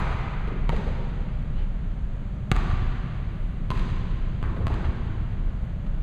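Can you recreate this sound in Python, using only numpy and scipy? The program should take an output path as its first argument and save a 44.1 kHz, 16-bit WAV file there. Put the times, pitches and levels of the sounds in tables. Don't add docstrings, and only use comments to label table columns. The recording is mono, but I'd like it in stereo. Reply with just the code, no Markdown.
import sys
import numpy as np
from scipy import signal
from scipy.fft import rfft, irfft, next_fast_len
from scipy.io import wavfile

SR = 44100
rng = np.random.default_rng(int(sys.argv[2]) if len(sys.argv) > 2 else 0)


def inscribe(sig):
    pcm = np.round(np.clip(np.atleast_2d(sig).T, -1, 1) * 32767)
    wavfile.write(sys.argv[1], SR, pcm.astype(np.int16))


N = 265482
LEAD = SR // 4
TIME = np.arange(-LEAD, N) / SR
AGE = np.arange(SR // 4) / SR

# start in seconds,
# slap in dB, slap brightness in Hz, rasp in dB next to the slap, ping in dB, # ping pitch in Hz, ping ring time
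# in seconds, thump in dB, thump pitch in Hz, knock in dB, # gain into the hall in dB, the ping's extra gain
# into the hall in dB.
BLOWS = [(-0.07, 11, 1830, -24, -17, 1012, 0.031, -15, 141, -17.5, 3, -7.5),
         (0.6932, -6.5, 2480, -16, -23, 931, 0.043, -27, 138.6, -19.5, 11.5, -17),
         (2.5160, 9, 2170, -16, -19, 1175, 0.039, -11, 111, -18.5, 2.5, -7.5),
         (3.7044, -5, 2670, -17.5, -24.5, 1035, 0.044, -22.5, 111.4, -24.5, 11.5, -14.5),
         (4.428, -10, 1500, -13, -29.5, 1093, 0.022, -22, 101.4, -42.5, 13.5, -11),
         (4.669, -3, 1870, -18, -24, 1080, 0.022, -20.5, 100.6, -24.5, 11, -18.5)]
# delay in seconds, slap gain in dB, ping gain in dB.
ECHOES = [
    [],
    [(.0085, -13, -7), (.0715, -9, -11)],
    [(.0063, -14, -16), (.0135, -30, -11), (.0415, -22, -17), (.0482, -12.5, -12), (.0572, -28, -16)],
    [(.0088, -6, -22), (.0127, -14, 3), (.0712, -9, -27), (.091, -7, -30)],
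    [(.0085, -14, -4), (.0118, -8, 2.5)],
    [(.0091, -14, -7), (.0122, -8, -7), (.073, -7.5, -36)],
]
# pitch in Hz, level in dB next to the slap, ring time in seconds.
RUBBER_TONES = [(1750, -25, .002), (2900, -23.5, .0016)]
# multiple of the ping's pitch, level in dB, share of its ring time.
PING_TONES = [(.65, -8, .9), (.79, -12, .7), (.94, -10, .7), (1, 0, 1), (1.12, -10, .8), (1.21, -7, .9),
              (1.38, -12, .8), (1.77, -20, .7), (2.05, -13, .6), (2.2, -16, .7), (2.33, -17, .7)]
# boosts in dB for the two tones # below the main
PING_BOOSTS = [(-7, 6.5, 10, 7, -2, 14), (-14, 3, 1.5, 5, -5, 7), (4.5, -12, 0, 2, -6.5, -6),
               (-6.5, -1, -10, -9, 3, -14), (-5, 8, -1, 2, 6, -9), (6.5, 2, -13, 3, 10, -6)]
BOOST_RATIOS = [.65, .79, 1, 1.21, 1.38, 1.77, 2.05]
# pitch in Hz, level in dB, ring time in seconds.
KNOCK_TONES = [(159.3, -3.5, 0.07), (208, -4.5, 0.042), (374, -12, 0.064), (480, -14.5, 0.05)]
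# multiple of the thump's pitch, level in dB, ring time in seconds.
THUMP_TONES = [(1.003, -1, 0.066), (1.9, -14.5, 0.02), (3.098, -20.5, 0.096)]
# frequency in Hz, gain in dB, ring time in seconds.
HALL_BANDS = [(65.5, 13.5, 1.9), (120, 2.5, 4.3), (225, 4, 2.74), (500, 4.5, 2.6), (1010, 5, 2.7),
              (1930, 1.5, 3.56), (4000, 0, 3.1), (6740, -0.5, 1.8), (9800, -11, 1.4), (16000, -6, .5)]
# delay in seconds, width in seconds, boost in dB.
HALL_SWELLS = [(0.079, 0.007, 0.5), (0.192, 0.02, 2)]
# start in seconds, thud in dB, thud pitch in Hz,
# seconds until the full weight is down, scuff in dB.
STEPS = [(0.055, -35, 700, 0.0091, -73), (0.472, -38.5, 382, .008, -45), (0.501, -35.5, 380, 0.013, -69),
         (0.537, -36, 317, .01, -64), (0.717, -32.5, 536, 0.0087, -41), (0.775, -40.5, 500, 0.011, -71),
         (0.845, -41.5, 574, 0.019, -57), (1.56, -58, 500, 0.028, -51), (4.562, -38, 480, 0.0045, -44.5),
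         (4.591, -37.5, 480, .012, -69), (4.700, -34.5, 744, 0.0042, -64), (4.841, -42, 800, 0.0077, -42),
         (5.863, -60, 700, 0.0034, -46.5)]
# pitch in Hz, level in dB, ring time in seconds.
BOARD_TONES = [(228, -4, 0.049), (262, 7.5, 0.041), (368, 4, 0.035), (518, 0, 0.016), (662, -1, 0.022),
               (780, 0, 0.044)]
# start in seconds, level in dB, fade time in seconds.
BRUSHES = [(4.442, -41, 0.24), (4.842, -36, .03)]
# start in seconds, length in seconds, level in dB.
RUSTLES = [(0.464, 0.035, -74), (3.253, 0.38, -79.5), (4.55, .06, -76), (5.583, 0.11, -79)]
# time in seconds, level in dB.
DRONE_LEVELS = [(0, -30), (.75, -29), (1.1, -33), (1.3, -27), (1.8, -25.5), (2.3, -31), (2.8, -28.5),
                (3.3, -33), (3.8, -28), (4.4, -32), (5.2, -33), (5.5, -28.5), (6, -31)]
# frequency in Hz, level in dB per Hz.
DUCT_RUMBLE = [(10, -61.5), (16, -47), (36, -45), (52, -48), (75, -53.5), (100, -55), (165, -56.5),
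               (200, -61), (250, -69), (330, -81), (600, -105), (2000, -150)]
AIR_HISS = [(150, -82.5), (370, -76), (480, -80), (600, -77.5), (850, -85), (1400, -85.5), (2000, -91),
            (3200, -95.5), (4600, -104), (6800, -108), (8500, -117), (12000, -123), (15000, -138)]


def ball(thump_hall_db=-5, knock_hall_db=-10, ping_top_hz=3500):
    direct, slaps_sent, pings_sent = np.zeros((3, len(TIME)))
    hollow, rubber = ringing(KNOCK_TONES), ringing(RUBBER_TONES)
    for hit, boosts_db, echoes in zip(BLOWS, PING_BOOSTS, ECHOES):
        (start, slap_db, bright_hz, rasp_db, ping_db, ping_hz, ping_t60,
         thump_db, thump_hz, knock_db, hall_db, ping_hall_db) = hit
        spike = from_db(slap_db) * slap(bright_hz)
        skin = from_db(slap_db) * (rubber + from_db(rasp_db) * rasp(bright_hz))
        crack = thin_bass(spike + skin)
        ring = from_db(ping_db) * low_pass(ping(ping_hz, ping_t60, boosts_db), ping_top_hz)
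        body = from_db(thump_db) * thump(thump_hz)
        knock = from_db(knock_db) * hollow
        add(direct, start, crack + ring + body + knock)
        for delay, slap_echo_db, ping_echo_db in echoes:
            add(direct, start + delay, from_db(slap_echo_db) * crack + from_db(ping_echo_db) * ring)
        blow = spike + from_db(thump_hall_db) * body + from_db(knock_hall_db) * knock
        add(slaps_sent, start, from_db(hall_db) * blow)
        add(pings_sent, start, from_db(hall_db + ping_hall_db) * ring)
    return direct, slaps_sent, pings_sent


def slap(bright_hz):
    return low_pass((AGE == 0) + 1e-18, bright_hz)


def rasp(bright_hz):
    grain = rng.standard_normal(len(AGE)) * fade(AGE, t60=.018) + 1e-18
    return low_pass(high_pass(grain, 1400), bright_hz)


def thin_bass(x, low_hz=550):
    return signal.lfilter(*signal.butter(1, low_hz, "high", fs=SR), x)


def ping(pitch_hz, t60, boosts_db):
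    boosts_db = np.insert(boosts_db, 2, 0)
    tones = [(ratio * pitch_hz, db + np.interp(ratio, BOOST_RATIOS, boosts_db), t60 * share)
             for ratio, db, share in PING_TONES]
    swell = 1 - np.exp(-2 * pitch_hz * AGE)
    return -swell * ringing(tones)


def thump(pitch_hz, top_hz=470):
    tones = [(ratio * pitch_hz, db, t60) for ratio, db, t60 in THUMP_TONES]
    return low_pass(ringing(tones, np.cos), top_hz)


def hall(x, first_wall_s=0.005, build_s=0.017):
    size = 3 * SR
    age, hz = np.arange(size) / SR, np.fft.rfftfreq(size, 1 / SR)
    noise_spectrum = rfft(rng.standard_normal(size))
    build = 1 - np.exp(-np.maximum(age - first_wall_s, 0) / build_s)
    swells = from_db(sum(db * np.exp(-((age - delay) / width) ** 2) for delay, width, db in HALL_SWELLS))
    centres_hz = np.geomspace(60, 16000, 17)
    tail = 0
    for centre, only_this_band in zip(centres_hz, np.eye(len(centres_hz))):
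        band = irfft(noise_spectrum * np.interp(hz, centres_hz, only_this_band), size)
        shape = build * swells * fade(age, at_hz(HALL_BANDS, centre, column=2))
        tail += from_db(at_hz(HALL_BANDS, centre)) * band * shape / np.linalg.norm(shape)
    return signal.fftconvolve(x, tail)[:len(x)]


def steps(scuff_hz=2200, sole_top_hz=5000, pitch_spread=1.317):
    out = np.zeros(len(TIME))
    boards = ringing(BOARD_TONES, np.cos)
    for start, thud_db, thud_hz, roll_s, scuff_db in STEPS:
        force, friction = rng.standard_normal((2, len(AGE)))
        weight = AGE / roll_s * np.exp(1 - AGE / roll_s)
        push = band_pass(force * weight, thud_hz / pitch_spread, thud_hz * pitch_spread)
        thud = signal.fftconvolve(push, boards)
        scuff = unit_level(low_pass(low_pass(friction, scuff_hz), sole_top_hz))
        add(out, start, from_db(thud_db) * thud * np.linalg.norm(weight) / np.linalg.norm(thud))
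        add(out, start, from_db(scuff_db) * scuff * weight)
    return out


def palm_brushes(low_hz=1050, high_hz=1900):
    out = np.zeros(len(TIME))
    for start, db, t60 in BRUSHES:
        rub = unit_level(band_pass(rng.standard_normal(len(AGE)), low_hz, high_hz))
        add(out, start, from_db(db) * rub * fade(AGE, t60))
    return out


def squeak(start_s=1.515, length_s=0.155, level_db=-56, start_hz=2780, rise_hz_per_s=1800):
    progress = np.clip((TIME - start_s) / length_s, 0, 1)
    hz = start_hz + rise_hz_per_s * length_s * progress
    waver = .04 * drift(rate_hz=400)
    phase = 2 * np.pi * np.cumsum(hz * (1 + waver)) / SR
    swell = from_db(level_db) * np.sin(np.pi * progress) ** 2
    upper_tone = from_db(-8) * np.sin(1.39 * phase)
    return swell * (np.sin(phase) + upper_tone)


def rustles(low_hz=6500, high_hz=12000):
    hiss = unit_level(low_pass(high_pass(rng.standard_normal(len(TIME)), low_hz), high_hz))
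    return hiss * sum(from_db(db) * np.sin(np.pi * np.clip((TIME - start) / length, 0, 1))
                      for start, length, db in RUSTLES)


def ventilation(drone_hz=30.1, wander_hz=2.414, throb_depth=0.66):
    phase = 2 * np.pi * np.cumsum(drone_hz + wander_hz * drift(rate_hz=4.09)) / SR
    throb = 1 + throb_depth * drift(rate_hz=3.06)
    level = from_db(np.interp(TIME, *np.transpose(DRONE_LEVELS)))
    drone = level * unit_level(throb * np.sin(phase))
    return drone + steady_noise(DUCT_RUMBLE) + steady_noise(AIR_HISS)


def steady_noise(spectrum):
    size = next_fast_len(len(TIME))
    gain = from_db(at_hz(spectrum, np.fft.rfftfreq(size, 1 / SR))) * np.sqrt(SR / 2)
    return irfft(rfft(rng.standard_normal(size)) * gain, size)[:len(TIME)]


def ringing(tones, wave=np.sin):
    return sum(from_db(db) * wave(2 * np.pi * hz * AGE) * fade(AGE, t60) for hz, db, t60 in tones)


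def drift(rate_hz):
    return unit_level(low_pass(rng.standard_normal(len(TIME) + SR), rate_hz)[SR:])


def add(track, start_s, sound):
    start = max(LEAD + round(start_s * SR), 0)
    part = track[start:start + len(sound)]
    part += sound[:len(part)]


def at_hz(table, hz, column=1):
    rows = np.array(table)
    return np.interp(np.log(np.maximum(hz, 1)), np.log(rows[:, 0]), rows[:, column])


def fade(age, t60):
    return np.exp(-np.log(1000) * age / t60)


def from_db(db):
    return 10 ** (np.asarray(db) / 20)


def unit_level(x):
    return x / np.sqrt(np.mean(x ** 2) + 1e-20)


def low_pass(x, hz):
    return signal.sosfilt(signal.butter(2, hz, fs=SR, output="sos"), x)


def high_pass(x, hz):
    return signal.sosfilt(signal.butter(2, hz, "high", fs=SR, output="sos"), x)


def band_pass(x, low_hz, high_hz):
    return signal.sosfilt(signal.butter(2, [low_hz, high_hz], "band", fs=SR, output="sos"), x)


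def scene(player_hall_db=-6.5):
    bounces, slaps_sent, pings_sent = ball()
    player = steps() + squeak() + palm_brushes()
    hall_ring = hall(slaps_sent + from_db(player_hall_db) * player) + hall(pings_sent)
    mono = bounces + player + hall_ring + rustles() + ventilation()
    return np.tile(mono[LEAD:], (2, 1))


def record(dry, notch_hz=5407, notch_width_hz=1460, hiss_db=-98, top_hz=15500):
    notched = signal.lfilter(*signal.iirnotch(notch_hz, notch_hz / notch_width_hz, fs=SR), dry)
    noisy = notched + from_db(hiss_db) * rng.standard_normal(dry.shape)
    return signal.sosfilt(signal.ellip(10, .1, 80, top_hz, fs=SR, output="sos"), noisy)


dry = scene()
out = record(dry)
inscribe(out)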